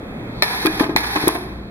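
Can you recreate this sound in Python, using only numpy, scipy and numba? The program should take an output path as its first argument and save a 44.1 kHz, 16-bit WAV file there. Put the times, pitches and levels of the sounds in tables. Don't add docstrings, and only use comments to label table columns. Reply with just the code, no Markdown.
import sys
import numpy as np
from scipy import signal
from scipy.fft import rfft, irfft
from scipy.io import wavfile
from numba import njit

SR = 44100
rng = np.random.default_rng(int(sys.argv[2]) if len(sys.argv) > 2 else 0)


def generate_wav(sig):
    pcm = np.round(np.clip(np.atleast_2d(sig).T, -1, 1) * 32767).astype(np.int16)
    wavfile.write(sys.argv[1], SR, pcm)


N = 74970
T = np.arange(N) / SR
FREQS = np.maximum(np.fft.rfftfreq(2 * N, 1 / SR), 1)

# start_s, level_db, body_ring_db
VALVE_SNAPS = [(0.423, 0, 1.5), (0.4321, -9, -4), (0.4411, -17, 5), (0.9622, -0.5, -4), (0.9705, -8, -8)]
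# freq_hz, level_db
SNAP_COLOUR = [(200, -9), (850, 6.5), (1400, -4.5), (1900, 4), (2500, -1.5), (3200, -13), (4000, -3.5),
               (5400, -19), (7300, -32), (11900, -14), (16000, -33)]
# pitch_hz, level_db, t60_s
BODY_MODES = [(953, -16, 0.021), (1837, -16.5, 0.044), (2334, -9, 0.019), (4123, -11.5, 0.022),
              (5230, -20, 0.04)]
# open_s, close_s, level_db, sag_db_per_s, release_db_per_s
AIR_STROKES = [(0.43, 0.824, -0.5, -9.5, -150), (0.976, 1.308, -1, -2, -115)]
# freq_hz, level_db
JET_COLOUR = [(180, -35), (320, 2.5), (450, -2), (565, -12.5), (814, 0), (1410, -7), (1780, -3),
              (2480, -8.5), (3130, -13.5), (3890, -10), (5400, -16.5), (7440, -30.5), (10700, -17),
              (14500, -24.5), (16000, -36)]
# centre_hz, width_hz, gain_db
EXHAUST_BANDS = [(806, 56, 6), (1032, 97, 5), (1680, 260, 3), (2414, 74, 4), (4840, 99, -5)]
# delay_s, gain
PLATE_ECHOES = [(.0023, 0.18), (.0041, 0.26), (.0067, .2)]
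# time_s, level_db
LEAK_LEVEL = [(.3, -95), (.4, -68), (.6, -87), (1.218, -81), (1.29, -37.5), (1.42, -55), (1.599, -92.5)]
# time_s, level_db
SEEP_LEVEL = [(.27, -69.5), (.35, -58.5), (.42, -51.5), (.47, -65)]
# start_s, level_db, pitch_hz, attack_s, t60_s
SLIDE_KNOCKS = [(0.6513, 1.5, 346, 0.0047, 0.048), (0.6695, -2.5, 321, 0.0029, 0.065),
                (0.8073, 5.5, 290, 0.0024, 0.043), (0.8932, -1.5, 333, 0.0029, 0.038),
                (0.9126, -14.5, 283, 0.00073, 0.026), (0.956, -2.5, 282, 0.0017, 0.02),
                (1.159, -7, 325, 0.0021, 0.026), (1.169, -11.5, 311, 0.0015, 0.044),
                (1.2389, -6, 327, 0.00091, 0.019), (1.2733, 4.5, 348, 0.0028, 0.039),
                (1.351, -3.5, 318, 0.0033, 0.028)]
# pitch_hz, level_db, t60_s
FRAME_MODES = [(201, -1.5, 0.076), (290, -6, 0.05), (318.2, 3.5, 0.18), (377, -3.5, 0.2), (426.2, -6, 0.28),
               (646.4, -7, 0.19), (710, -9.5, 0.15), (847, -4.5, 0.14), (1034.4, -1.5, 0.091),
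               (1244, -6.5, 0.13), (1596, -9, 0.14), (1728, -12.5, 0.084), (2495, -22, 0.066)]
# start_s, level_db, hold_s, t60_s
CLATTER_BURSTS = [(.656, 0, 0.0061, 0.024), (.6695, 1.5, 0.0012, 0.02), (.7968, -0.5, 0.005, 0.12),
                  (.832, -4, 0.013, 0.086), (.8938, -10.5, 0.0019, 0.058), (1.038, -4, 0.0085, 0.013),
                  (1.1572, 0.5, 0.015, 0.028), (1.2730, 2.5, 0.013, 0.085), (1.3505, -3.5, 0.0019, 0.096)]
# freq_hz, level_db
PARTS_COLOUR = [(200, -6.5), (400, 0.5), (700, 2), (1050, 8.5), (1400, -1.5), (1750, -2), (2400, -4),
                (3600, -13), (5500, -22.5), (7500, -29.5), (11000, -32), (16000, -41)]
# start_s, level_db, hold_s, t60_s, tilt_db_per_octave
STEEL_TICKS = [(0.649, -14, .001, 0.024, -6), (0.6596, -0.5, 0.00049, .014, -3),
               (0.6664, 1.5, 0.0012, 0.022, -7.5), (0.794, -9.5, 0.03, 0.072, -8),
               (1.1545, -11.5, 0.00056, 0.0089, 7), (1.28, 7.5, 0.0015, 0.016, 0),
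               (1.348, -16.5, 0.0023, .025, -2)]
# freq_hz, level_db
STEEL_COLOUR = [(100, -60), (1000, -23), (2500, -8.5), (3600, 0), (5400, -6), (7500, -16), (9500, -3.5),
                (11200, 7.5), (13000, -2), (16000, -3)]
# start_s, level_db, pitch_hz, t60_s
JAW_PINGS = [(0.658, -18.5, 2471, 0.12), (0.671, -14, 2400, 0.033), (0.671, -17, 1644, 0.087),
             (0.7995, -14.5, 1750, 0.029), (.7985, -31, 2150, 0.085), (1.161, -33, 1040, .06),
             (1.2745, -18.5, 713, 0.054), (1.351, -19, 693, 0.094)]
# pitch_hz, level_db
MOTOR_HUM = [(58.5, -41), (116.8, -45.5), (200.6, -44)]
# freq_hz, level_db
RUMBLE_COLOUR = [(13, -52), (22, -9), (53, -7.5), (80, -9.5), (109, -6.5), (236, -5), (376, -9.5),
                 (496, -14), (815, -19), (1230, -24), (2590, -32), (2900, -38.5), (3610, -40),
                 (4890, -56.5), (16000, -56.5)]
# time_s, level_db
RUMBLE_LEVEL = [(0, -31.5), (.28, -29.5), (.4, -29.5), (.47, -35), (.75, -32), (1.0, -34), (1.33, -33.5),
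                (1.48, -32), (1.7, -36)]
# freq_hz, side_over_mid_db, lean_left (-1 to 1)
STEREO_IMAGE = [(50, -15, -.3), (130, -23.5, -0.33), (300, -18.5, 0.27), (604, -3.5, -0.26),
                (1020, -4.5, -0.07), (1770, 4.5, -0.38), (4420, 10.5, .15), (7900, 6.5, -0.035),
                (11200, 13, -0.013), (14700, 4.5, 0.89)]

VALVE_DB, VALVE_HOLD_S, VALVE_T60_S = -8, 0.0024, 0.021
AIR_DB, SURGE_DB, SURGE_S, AIR_FLUTTER_DB = -27.5, 10.5, 0.021, 1.02
LEAK_HZ, LEAK_WIDTH_HZ, SEEP_HZ, SEEP_WIDTH_HZ = 10450, 780, 4080, 580
FRAME_DB, CLATTER_DB, TICK_DB, TICK_FRONT_DB = -18, -18, -20, 3.5
ROOM_DB, ROOM_T60_S, ROOM_TOP_HZ = -10, 0.67, 3000
NOTCH_HZ, NOTCH_WIDTH_HZ, NOTCH_MID_DB, NOTCH_SIDE_DB = 2870, 185, -17, -13
LIMIT_DB, LIMIT_ATTACK_S, LIMIT_RELEASE_S, LIMIT_SLOPE = -11, 0.0024, 0.14, 0.48
TOP_HZ = 16000


def valve():
    snaps = sum(undb(VALVE_DB + db) * burst(start, VALVE_HOLD_S, VALVE_T60_S)
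                for start, db, _ in VALVE_SNAPS)
    crack = noise(spectrum(SNAP_COLOUR)) * snaps
    body = sum(undb(db + ring_db + mode_db) * ring(start, hz * (1 + 0.011 * rng.standard_normal()), t60)
               for start, db, ring_db in VALVE_SNAPS for hz, mode_db, t60 in BODY_MODES)
    return crack + body * np.array([[1], [.5]])


def exhaust():
    flow = 0
    for opens, closes, db, sag, release in AIR_STROKES:
        age = np.maximum(T - opens, 0)
        flow_db = db + SURGE_DB * np.exp(-age / SURGE_S) + sag * age
        release_db = release * np.maximum(T - closes, 0)
        flow = flow + np.clip(age / 0.002, 0, 1) * undb(flow_db + release_db)
    colour = spectrum(JET_COLOUR) + sum(db * bell(hz, width) for hz, width, db in EXHAUST_BANDS)
    jet = noise(colour) * flow * undb(AIR_DB + AIR_FLUTTER_DB * wander(43))
    echoes = sum(gain * np.exp(-2j * np.pi * FREQS * delay) for delay, gain in PLATE_ECHOES)
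    return shape(jet, 1 + echoes)


def leak(hz, width_hz, levels):
    return noise(-20 * np.log10(1 + ((FREQS - hz) / width_hz) ** 2)) * undb(curve(levels))


def slide():
    out = np.zeros((2, N))
    for start, db, hz, attack, t60 in SLIDE_KNOCKS:
        rise = 1 - np.exp(-np.maximum(T - start, 0) / attack)
        scatter = rng.standard_normal((len(FRAME_MODES), 3))
        frame = sum(undb(mode_db + 2 * draw[:2, None]) * ring(start, f * (1 + 0.01 * draw[2]), decay)
                    for (f, mode_db, decay), draw in zip(FRAME_MODES, scatter))
        frame_gain = undb(FRAME_DB) * np.sqrt(t60 / 0.075)
        out += undb(db) * rise * (ring(start, hz, t60) + frame_gain * frame)
    return out


def gripper():
    pings = sum(undb(db) * ring(start, hz, t60) for start, db, hz, t60 in JAW_PINGS)
    ticks = 0
    for start, db, hold, t60, tilt in STEEL_TICKS:
        colour = spectrum(STEEL_COLOUR) + tilt * np.log2(FREQS)
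        ticks = ticks + noise(colour) * undb(TICK_DB + db) * burst(start, hold, t60)
    return clatter() + ticks * undb([[TICK_FRONT_DB], [0]]) + pings * np.array([[1], [-.5]])


def clatter():
    grain = unit(undb(2.9 * wander(500)))
    contacts = sum(undb(CLATTER_DB + db) * burst(start, hold, t60)
                   for start, db, hold, t60 in CLATTER_BURSTS)
    return noise(spectrum(PARTS_COLOUR)) * grain * contacts


def hall(direct):
    tail = noise(-10 * np.log10(1 + (FREQS / ROOM_TOP_HZ) ** 4)) * burst(0.016, 0, ROOM_T60_S)
    response = rfft(tail, 2 * N)
    passband_rms = np.sqrt(np.mean(abs(response[:, FREQS < ROOM_TOP_HZ / 2]) ** 2))
    return undb(ROOM_DB) * shape(direct, response / passband_rms)


def workshop(waver_db=4):
    hum = 0
    for hz, db in MOTOR_HUM:
        amplitude = np.sqrt(2) * undb(db + waver_db * wander(5.9))
        hum = hum + amplitude * np.sin(2 * np.pi * hz * T + 0.56 * wander(1.6))
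    return hum + noise(spectrum(RUMBLE_COLOUR)) * undb(curve(RUMBLE_LEVEL))


def undb(db):
    return 10 ** (np.asarray(db) / 20)


def unit(x):
    return x / np.sqrt(np.mean(x ** 2))


def curve(rows):
    return np.interp(T, *np.array(rows, float).T)


def spectrum(rows, column=1):
    rows = np.array(rows, float)
    return np.interp(np.log(FREQS), np.log(rows[:, 0]), rows[:, column])


def bell(hz, width_hz):
    return np.exp(-((FREQS - hz) / width_hz) ** 2)


def shape(x, gain):
    return irfft(rfft(x, 2 * N) * gain)[..., :N]


def noise(colour_db):
    return unit(shape(rng.standard_normal((2, N)), undb(colour_db)))


def wander(rate_hz):
    return unit(shape(rng.standard_normal(N), bell(0, rate_hz)))


def burst(start, hold, t60):
    age = T - start
    return np.clip(age / 0.00032, 0, 1) * np.exp(-np.log(1000) * np.maximum(age - hold, 0) / t60)


def ring(start, hz, t60):
    age = np.maximum(T - start, 0)
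    return -np.sin(2 * np.pi * hz * age) * np.exp(-np.log(1000) * age / t60)


@njit
def follow(x, attack, release):
    out, level = np.empty(len(x)), 0.
    for i in range(len(x)):
        level += (x[i] - level) * (attack if x[i] > level else release)
        out[i] = level
    return out


def scene():
    placer = valve() + leak(LEAK_HZ, LEAK_WIDTH_HZ, LEAK_LEVEL) + leak(SEEP_HZ, SEEP_WIDTH_HZ, SEEP_LEVEL)
    placer += exhaust() + slide() + gripper()
    front, across = placer + hall(placer) + workshop()
    dip = bell(NOTCH_HZ, NOTCH_WIDTH_HZ)
    width = undb(spectrum(STEREO_IMAGE) + NOTCH_SIDE_DB * dip)
    lean = np.clip(spectrum(STEREO_IMAGE, column=2), -.9, .9)
    mid = shape(front, undb(NOTCH_MID_DB * dip))
    side = shape(front, width * lean) + shape(across, width * np.sqrt(1 - lean ** 2))
    return np.array([mid + side, mid - side])


def record(dry):
    level = follow(abs(dry).max(axis=0), 1 / (LIMIT_ATTACK_S * SR), 1 / (LIMIT_RELEASE_S * SR))
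    limited = dry * np.maximum(level / undb(LIMIT_DB), 1) ** -LIMIT_SLOPE
    lowpass = signal.ellip(12, .2, 80, TOP_HZ, fs=SR, output="sos")
    return signal.sosfilt(lowpass, np.clip(limited, -1, 1))


dry = scene()
out = record(dry)
generate_wav(out)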